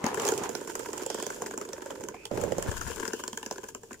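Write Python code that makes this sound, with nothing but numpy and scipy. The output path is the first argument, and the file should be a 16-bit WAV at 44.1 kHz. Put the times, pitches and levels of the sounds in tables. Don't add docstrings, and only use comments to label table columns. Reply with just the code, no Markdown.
import sys
import numpy as np
from scipy import signal
from scipy.fft import rfft, irfft
from scipy.io import wavfile
from scipy.ndimage import uniform_filter1d

SR = 44100
rng = np.random.default_rng(int(sys.argv[2]) if len(sys.argv) > 2 else 0)


def wav_record(signal):
    frames = np.transpose(np.atleast_2d(signal))
    bounded = np.clip(frames, -1, 1)
    quanta = np.round(bounded * 32767).astype(np.int16)
    wavfile.write(sys.argv[1], SR, quanta)


N = 176400
T = np.arange(N) / SR

# (time [s], tick level [dB], clack level [dB], hollow level [dB])
SPINNER_KNOCKS = [(0.0409, -28, -26.5, -27.5), (0.0635, -22, -23.5, -30), (0.0855, -42, -35, -50),
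                  (0.1435, -26.5, -28, -60), (0.173, -34, -29, -24.5), (0.197, -24.5, -36, -33),
                  (0.2187, -29.5, -40, -30), (0.2506, -23.5, -32, -23), (0.268, -22, -36, -30),
                  (0.2776, -22.5, -32, -25.5), (0.2867, -17.5, -32, -21), (0.3192, -24, -26.5, -18),
                  (0.3366, -32, -35, -52), (0.377, -27.5, -50, -32.5), (0.4349, -26.5, -31.5, -45),
                  (0.4913, -27.5, -39, -25.5), (0.5506, -25, -36, -28), (0.611, -36.5, -37, -29),
                  (0.6744, -32.5, -38, -35.5), (0.6943, -42, -47, -32.5), (0.7528, -23.5, -32, -36),
                  (0.793, -29.5, -42, -29.5), (0.8592, -40, -37, -37.5), (0.8859, -41, -35, -29.5),
                  (0.9307, -26.5, -36, -31), (0.9777, -29, -40, -48), (1.0201, -40, -57, -29.5),
                  (1.0328, -38, -59, -36.5), (1.0619, -22.5, -37, -28.5), (1.1006, -25, -35, -26),
                  (1.144, -27.5, -42, -26), (1.1849, -40, -40, -30.5), (1.1987, -33, -35, -41),
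                  (1.2247, -25, -40, -29), (1.265, -25, -39, -28.5), (1.3024, -32, -32, -37),
                  (1.4197, -27.5, -39, -25.5), (1.4614, -33.5, -35, -31.5), (1.5097, -35.5, -37, -36),
                  (1.5367, -42, -37, -32), (1.5761, -25, -35.5, -30.5), (1.6124, -31.5, -34.5, -30),
                  (1.6505, -37, -40, -36), (1.6886, -37.5, -58, -32.5), (1.7312, -29, -39.5, -32),
                  (1.779, -49, -40, -38.5), (1.819, -38.5, -42, -35.5), (1.8589, -36, -52, -33),
                  (1.9048, -33.5, -36.5, -32), (1.952, -52, -43.5, -59), (2.0073, -39, -42, -35.5),
                  (2.0371, -32.5, -52, -33), (2.0851, -29, -34.5, -34.5), (2.1428, -49, -36, -41.5),
                  (2.2529, -27.5, -38.5, -38), (2.3125, -41, -39.5, -32), (2.3736, -35, -32, -25.5),
                  (2.4125, -28.5, -37, -33), (2.4366, -26.5, -37, -29.5), (2.5198, -32.5, -39.5, -29),
                  (2.5817, -27.5, -46, -24), (2.6243, -24.5, -34, -54), (2.714, -29.5, -35, -29),
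                  (2.7667, -33, -36.5, -45), (2.8115, -28.5, -28, -44), (2.872, -45, -31, -38),
                  (2.8964, -54, -37.5, -31), (2.9592, -33, -43, -41), (2.9982, -28, -31.5, -30),
                  (3.028, -51, -28, -29), (3.0521, -29.5, -29.5, -59), (3.0774, -24, -32, -29.5),
                  (3.1327, -25, -29, -24.5), (3.1946, -49, -39, -38), (3.2367, -28, -31, -36),
                  (3.2781, -24, -36.5, -34.5), (3.3293, -30.5, -36, -35.5), (3.3738, -24.5, -33, -37.5),
                  (3.4287, -32, -35.5, -43), (3.461, -27, -37, -34.5), (3.5103, -25.5, -34, -28),
                  (3.524, -33, -46, -43), (3.558, -42, -43, -38.5), (3.5809, -36, -37, -35),
                  (3.6317, -43, -39, -39), (3.6393, -35.5, -37.5, -39), (3.686, -32, -41, -45),
                  (3.7479, -29, -38, -36.5), (3.8328, -41, -46, -39.5), (3.9078, -60, -37.5, -41),
                  (3.9161, -49, -44, -37.5), (3.93, -34, -62, -47), (3.942, -43.5, -43, -49)]
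# (pitch [Hz], width [Hz], level in first grip [dB], level in second grip [dB])
TICK_NOTES = [(2260, 990, 2.5, -1.5), (2800, 580, 8, 2.5), (3110, 250, 8, 1), (5190, 1140, 6, 1.5),
              (7010, 630, 13.5, 8.5), (8470, 590, 4, -4.5), (9800, 540, -3, -9), (12300, 970, -9.5, -34),
              (15500, 1600, -34, -23)]
WALL_NOTES = [(705, 89, -8, -9), (890, 57, 5, 3), (992, 192, -1, 3.5), (1309, 106, -4, -2),
              (1513, 197, -4.5, 3.5), (1746, 89, -3.5, 0.5), (1790, 640, -12, -22)]
HOLLOW_NOTES = [(228, 39, -13.5, -3), (352.8, 52, -2, -0.5), (441.2, 36, 0.5, -0.5), (532.4, 60, -5.5, -7),
                (590, 286, -13, -14)]
# (time [s], pan [dB])
TUB_SIDE = [(0, 2.5), (.3, -3.5), (.7, -7.5), (1.2, -6), (1.45, -2.5), (2.25, -7), (2.42, 8.5), (2.6, -4),
            (2.78, 4.5), (3.0, 6.5), (3.2, 0), (3.75, 0), (3.9, 0.5)]
# (time [s], length [s], start pitch [Hz], end pitch [Hz], tone [dB], hiss [dB])
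RIM_SQUEAKS = [(1.037, 0.29, 3200, 3370, -52, -51), (2.116, .18, 2360, 2550, -55, -70),
               (2.68, 0.11, 3250, 3020, -55, -66), (2.881, 0.07, 2580, 3070, -50, -61),
               (3.098, .15, 2850, 3050, -53, -61)]
# (time [s], level [dB], pitch [Hz], pan [dB])
DULL_THUDS = [(0.0411, -28.5, 230, 2), (0.0644, -35.5, 253, 3), (2.312, -36, 558, -18),
              (2.324, -44, 380, -10), (2.439, -31, 536, -23), (2.479, -36, 440, -11),
              (2.522, -27, 525, -41), (2.584, -30.5, 540, -43), (2.687, -27.5, 95, 39)]
# (time [s], level [dB])
ROLL_LEVELS = [(0, -45), (.2, -34.5), (.45, -35.5), (.6, -42.5), (.95, -42.5), (1.1, -43), (1.55, -41),
               (1.75, -48), (2.05, -41), (2.28, -57), (2.75, -51.5), (3.05, -41), (3.3, -49.5), (4, -59)]
RATTLE_LEVELS = [(0, -69), (.45, -47.5), (.58, -45), (.9, -44.5), (1.2, -44), (1.72, -49.5), (1.85, -46),
                 (2.28, -55), (2.62, -45.5), (2.88, -46.5), (3.05, -50.5), (3.3, -56), (3.55, -58.5),
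                 (4, -83)]
RUB_LEVELS = [(0, -60.5), (.26, -42), (.52, -49), (1.25, -50), (1.38, -48), (1.75, -56), (2.0, -52.5),
              (2.12, -61.5), (2.3, -58.5), (2.36, -49.5), (2.55, -51), (2.65, -46), (3.0, -46),
              (3.2, -50.5), (3.6, -54.5), (3.87, -58.5), (4, -58.5)]
LID_LEVELS = [(0, -51), (.055, -31), (.1, -36), (.165, -44.5), (.2, -35), (.3, -33.5), (.35, -45),
              (.46, -34), (.55, -71)]
BRUSH_LEVELS = [(2.308, -92), (2.316, -32.5), (2.39, -33), (2.47, -33.5), (2.58, -35), (2.63, -38),
                (2.72, -42), (2.8, -93)]
AIR_LEVELS = [(2.45, -74), (2.64, -44), (2.69, -42.5), (2.76, -40.5), (2.85, -38.5), (2.95, -53),
              (3.02, -49), (3.12, -73)]
# (frequency [Hz], level [dB])
ROLL_COLOUR = [(100, -13), (200, -8), (300, -2.5), (420, 3.5), (490, 0.5), (600, -6), (760, -22)]
RUB_COLOUR = [(1500, -26), (2400, 0), (3200, 3), (3900, -4.5), (5200, 3), (6100, 4), (6900, 10),
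              (7700, 5.5), (9000, 0), (10000, 0.5), (13000, -5), (15100, -1), (16500, -38)]
LID_COLOUR = [(100, -11), (200, -5.5), (330, -10), (560, -23), (680, 1.5), (930, 4.5), (1300, -4),
              (2000, -9), (2800, -13.5), (5000, -20.5), (6500, -20)]
BRUSH_COLOUR = [(25, 4), (70, 3), (125, 10.5), (270, 5.5), (360, 9.5), (570, 12), (700, -3), (850, 3),
                (1200, -11), (2500, -16)]
AIR_COLOUR = [(20, 9.5), (45, 4.5), (100, 5.5), (160, -9), (230, -3), (400, -47)]
BACKGROUND_COLOUR = [(20, 5), (50, 10.5), (100, 12), (200, 5), (400, 12), (1000, -34), (16000, -25)]
# (frequency [Hz], likeness [0 to 1])
STEREO_LIKENESS = [(40, 0.92), (120, 0.8), (260, 1), (480, 0.56), (950, 0.54), (1900, 0), (3800, 0),
                   (16000, 0)]

REGRIP_S = 2.65
CONTACT_RISE_S, SNAP_S = 0.0011, 0.0012
REBOUND_S, REBOUND_DB = 0.01016, -21.5
TICK_GAIN_DB, CLACK_GAIN_DB, HOLLOW_GAIN_DB, CRACK_GAIN_DB = -13, -8.5, -7.5, -25
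GRIT_SPREAD_DB, NOTE_SPREAD_DB, PITCH_SPREAD = 4, 4, 0.029
DRAG_DB, DRAG_S, WOBBLE_DB = 9, 0.011, 2
CHATTER_PER_S, SQUEAK_WIDTH_HZ, HISS_HZ, HISS_WIDTH_HZ = 450, 360, 5000, 1100


def knocks():
    out = np.zeros((2, N))
    for time_s, tick_db, clack_db, hollow_db in SPINNER_KNOCKS:
        grip = int(time_s > REGRIP_S)
        rebound_s = REBOUND_S * rng.uniform(0.58, 1.32)
        force = push(CONTACT_RISE_S) + gain(REBOUND_DB) * push(2 * CONTACT_RISE_S, rebound_s)
        tilt_db = 0.1 * (tick_db + 40)
        tick = strike(force, TICK_NOTES, grip, (2100, 18000), alike=0.02, snap_db=-38, tilt_db=tilt_db)
        tick = set_hit_level(tick, tick_db + TICK_GAIN_DB)
        tick += set_hit_level(crack(force), tick_db + CRACK_GAIN_DB)
        clack = strike(force, WALL_NOTES, grip, (620, 2200), alike=0.4, snap_db=-10.5)
        clack = set_hit_level(clack, clack_db + CLACK_GAIN_DB)
        hollow = strike(force, HOLLOW_NOTES, grip, (140, 900), alike=0.9, snap_db=-2.5)
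        hollow = set_hit_level(hollow, hollow_db + HOLLOW_GAIN_DB)
        side_db = look_up(TUB_SIDE, time_s)
        add(out, time_s, panned(tick, side_db))
        add(out, time_s, panned(clack, 0.75 * side_db + 2.5))
        add(out, time_s, panned(hollow, 0.82 * side_db))
    return out


def strike(force, notes, grip, band_hz, alike, snap_db, tilt_db=0):
    graze = stereo(unit(grit(force)), alike) / np.sqrt(len(force))
    snap_at = int(SNAP_S * SR) + rng.integers(0, 8, size=2)
    graze[[0, 1], snap_at] += gain(snap_db)
    ringing = 0
    for k, (hz, width_hz, *grip_db) in enumerate(notes):
        db = grip_db[grip] + tilt_db * np.log2(hz / band_hz[0]) + NOTE_SPREAD_DB * rng.normal()
        pitch_hz = hz * (1 + PITCH_SPREAD * rng.normal())
        ringing += (-1) ** k * gain(db) * ring(graze, pitch_hz, width_hz)
    return filtered(ringing, band_hz, "band")


def crack(force):
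    return filtered(grit(force), 9000, "high")


def grit(force):
    noise = rng.standard_normal((2, len(force)))
    return noise * force * gain(GRIT_SPREAD_DB * rng.standard_normal(len(force)))


def push(rise_s, delay_s=0):
    age = np.maximum(T[:4096] - delay_s, 0) / rise_s
    return age * np.exp(-age)


def whirr():
    times = np.sort([0] + [knock[0] for knock in SPINNER_KNOCKS])
    since_knock = T - times[np.searchsorted(times, T, "right") - 1]
    drag = uniform_filter1d(np.exp(-since_knock / DRAG_S), int(0.008 * SR))
    pressure = gain(DRAG_DB * drag + WOBBLE_DB * flutter(45))
    roll = gain(-2) * level(ROLL_LEVELS) * grainy_noise(ROLL_COLOUR, rough_db=1.55, grain_hz=217.3)
    rattle = gain(-2.5) * level(RATTLE_LEVELS) * chatter(WALL_NOTES)
    slide = gain(-2.5) * grainy_noise(RUB_COLOUR, rough_db=2.5, grain_hz=500)
    crackle = gain(-8.5) * chatter(TICK_NOTES)
    rub = level(RUB_LEVELS) * (slide + crackle)
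    lid = level(LID_LEVELS) * grainy_noise(LID_COLOUR, rough_db=2.5, grain_hz=400)
    left_right = level(TUB_SIDE) ** np.array([[0.39], [-0.39]])
    return left_right * (roll + pressure * (panned(rattle, pan_db=5.5) + rub) + lid)


def chatter(notes):
    sizes = gain(3.5 * np.minimum(rng.exponential(1, N), 3))
    touches = rng.random(N) < CHATTER_PER_S / SR
    clicks = touches * sizes * np.sign(stereo(rng.standard_normal((2, N)), alike=0.4))
    ringing = 0
    for k, (hz, width_hz, first_db, second_db) in enumerate(notes):
        db = np.where(T > REGRIP_S, second_db, first_db) + NOTE_SPREAD_DB * rng.standard_normal(N)
        ringing += (-1) ** k * ring(clicks * gain(db), hz, width_hz)
    return unit(ringing)


def squeaks():
    out = np.zeros((2, N))
    for time_s, length_s, start_hz, end_hz, tone_db, hiss_db in RIM_SQUEAKS:
        hz = np.linspace(start_hz, end_hz, int(length_s * SR))
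        real, imaginary, noise = rng.standard_normal((3, 2, N))[..., :len(hz)]
        waver = filtered(real + 1j * imaginary, SQUEAK_WIDTH_HZ / 2, "low")
        glide = np.exp(2j * np.pi * np.cumsum(hz) / SR)
        tone = unit(np.real(waver * glide))
        hiss = unit(ring(ring(noise, HISS_HZ, HISS_WIDTH_HZ), HISS_HZ, 2 * HISS_WIDTH_HZ))
        squeak = (gain(tone_db) * tone + gain(hiss_db) * hiss) * signal.windows.tukey(len(hz), 0.5)
        add(out, time_s, panned(squeak, 0.5 * look_up(TUB_SIDE, time_s)))
    return out


def handling():
    brush = level(BRUSH_LEVELS) * grainy_noise(BRUSH_COLOUR, rough_db=3, grain_hz=177.6)
    air = level(AIR_LEVELS) * grainy_noise(AIR_COLOUR, rough_db=3, grain_hz=40.85)
    out = panned(brush, pan_db=-10) + panned(air, pan_db=12)
    for time_s, db, hz, pan_db in DULL_THUDS:
        thud = ring(push(0.12 / hz), hz, width_hz=0.11 * hz + 40) * np.ones((2, 1))
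        add(out, time_s, panned(set_hit_level(thud, db), pan_db))
    return out


def room_echo(x, delay_s=0.0057, fade_s=0.12):
    t = T[:SR // 2]
    noise = stereo(rng.standard_normal((2, len(t))), alike=0.35)
    tail = noise * gain(-60 * t / fade_s) * (t > delay_s)
    return signal.fftconvolve(x, unit(tail) / np.sqrt(len(t)), axes=1)[:, :N]


def background():
    return gain(-59) * grainy_noise(BACKGROUND_COLOUR, rough_db=0.8, grain_hz=12)


def grainy_noise(colour, rough_db, grain_hz):
    log_hz = np.log(np.fft.rfftfreq(N, 1 / SR) + 1)
    colour_db = look_up([(np.log(hz), db) for hz, db in colour], log_hz)
    alike = look_up([(np.log(hz), likeness) for hz, likeness in STEREO_LIKENESS], log_hz)
    ends = np.log([colour[0][0], colour[-1][0]])
    edge_fade = np.exp(-2 * np.abs(log_hz - np.clip(log_hz, *ends)))
    grains = rng.standard_normal((2, N)) * gain(rough_db * flutter(grain_hz))
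    return unit(irfft(stereo(rfft(grains), alike) * gain(colour_db) * edge_fade, N))


def ring(x, hz, width_hz):
    decay = np.exp(-np.pi * width_hz / SR)
    feedback = [1, -2 * decay * np.cos(2 * np.pi * hz / SR), decay ** 2]
    return signal.lfilter(np.array([1, 0, -1]) * (1 - decay ** 2) / 2, feedback, x + 1e-18)


def filtered(x, hz, keep):
    return signal.sosfilt(signal.butter(2, hz, keep, fs=SR, output="sos"), x)


def flutter(hz):
    return np.interp(T * hz, np.arange(N), rng.standard_normal(N))


def stereo(x, alike):
    alike = np.clip(alike, -0.99, 0.99)
    mid, side = np.sqrt(1 + alike) * x[0], np.sqrt(1 - alike) * x[1]
    return np.array([mid + side, mid - side])


def panned(x, pan_db):
    return x * unit(gain([[pan_db / 2], [-pan_db / 2]]))


def gain(db):
    return 10 ** (np.asarray(db) / 20)


def unit(x):
    return x / np.sqrt(np.mean(x ** 2) + 1e-20)


def set_hit_level(x, db):
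    return gain(db) * x / np.sqrt(np.mean(x[:, :SR // 50] ** 2))


def look_up(table, at):
    return np.interp(at, *np.transpose(table))


def level(table):
    return gain(look_up(table, T))


def add(out, time_s, x):
    start = int(time_s * SR)
    out[:, start:start + x.shape[1]] += x[:, :N - start]


def scene():
    hits = knocks()
    low_noise = background()
    return hits + gain(-11.5) * room_echo(hits) + whirr() + squeaks() + handling() + low_noise


def record(dry):
    return signal.sosfilt(signal.ellip(10, 0.1, 80, 15750, fs=SR, output="sos"), dry)


dry = scene()
out = record(dry)
wav_record(out)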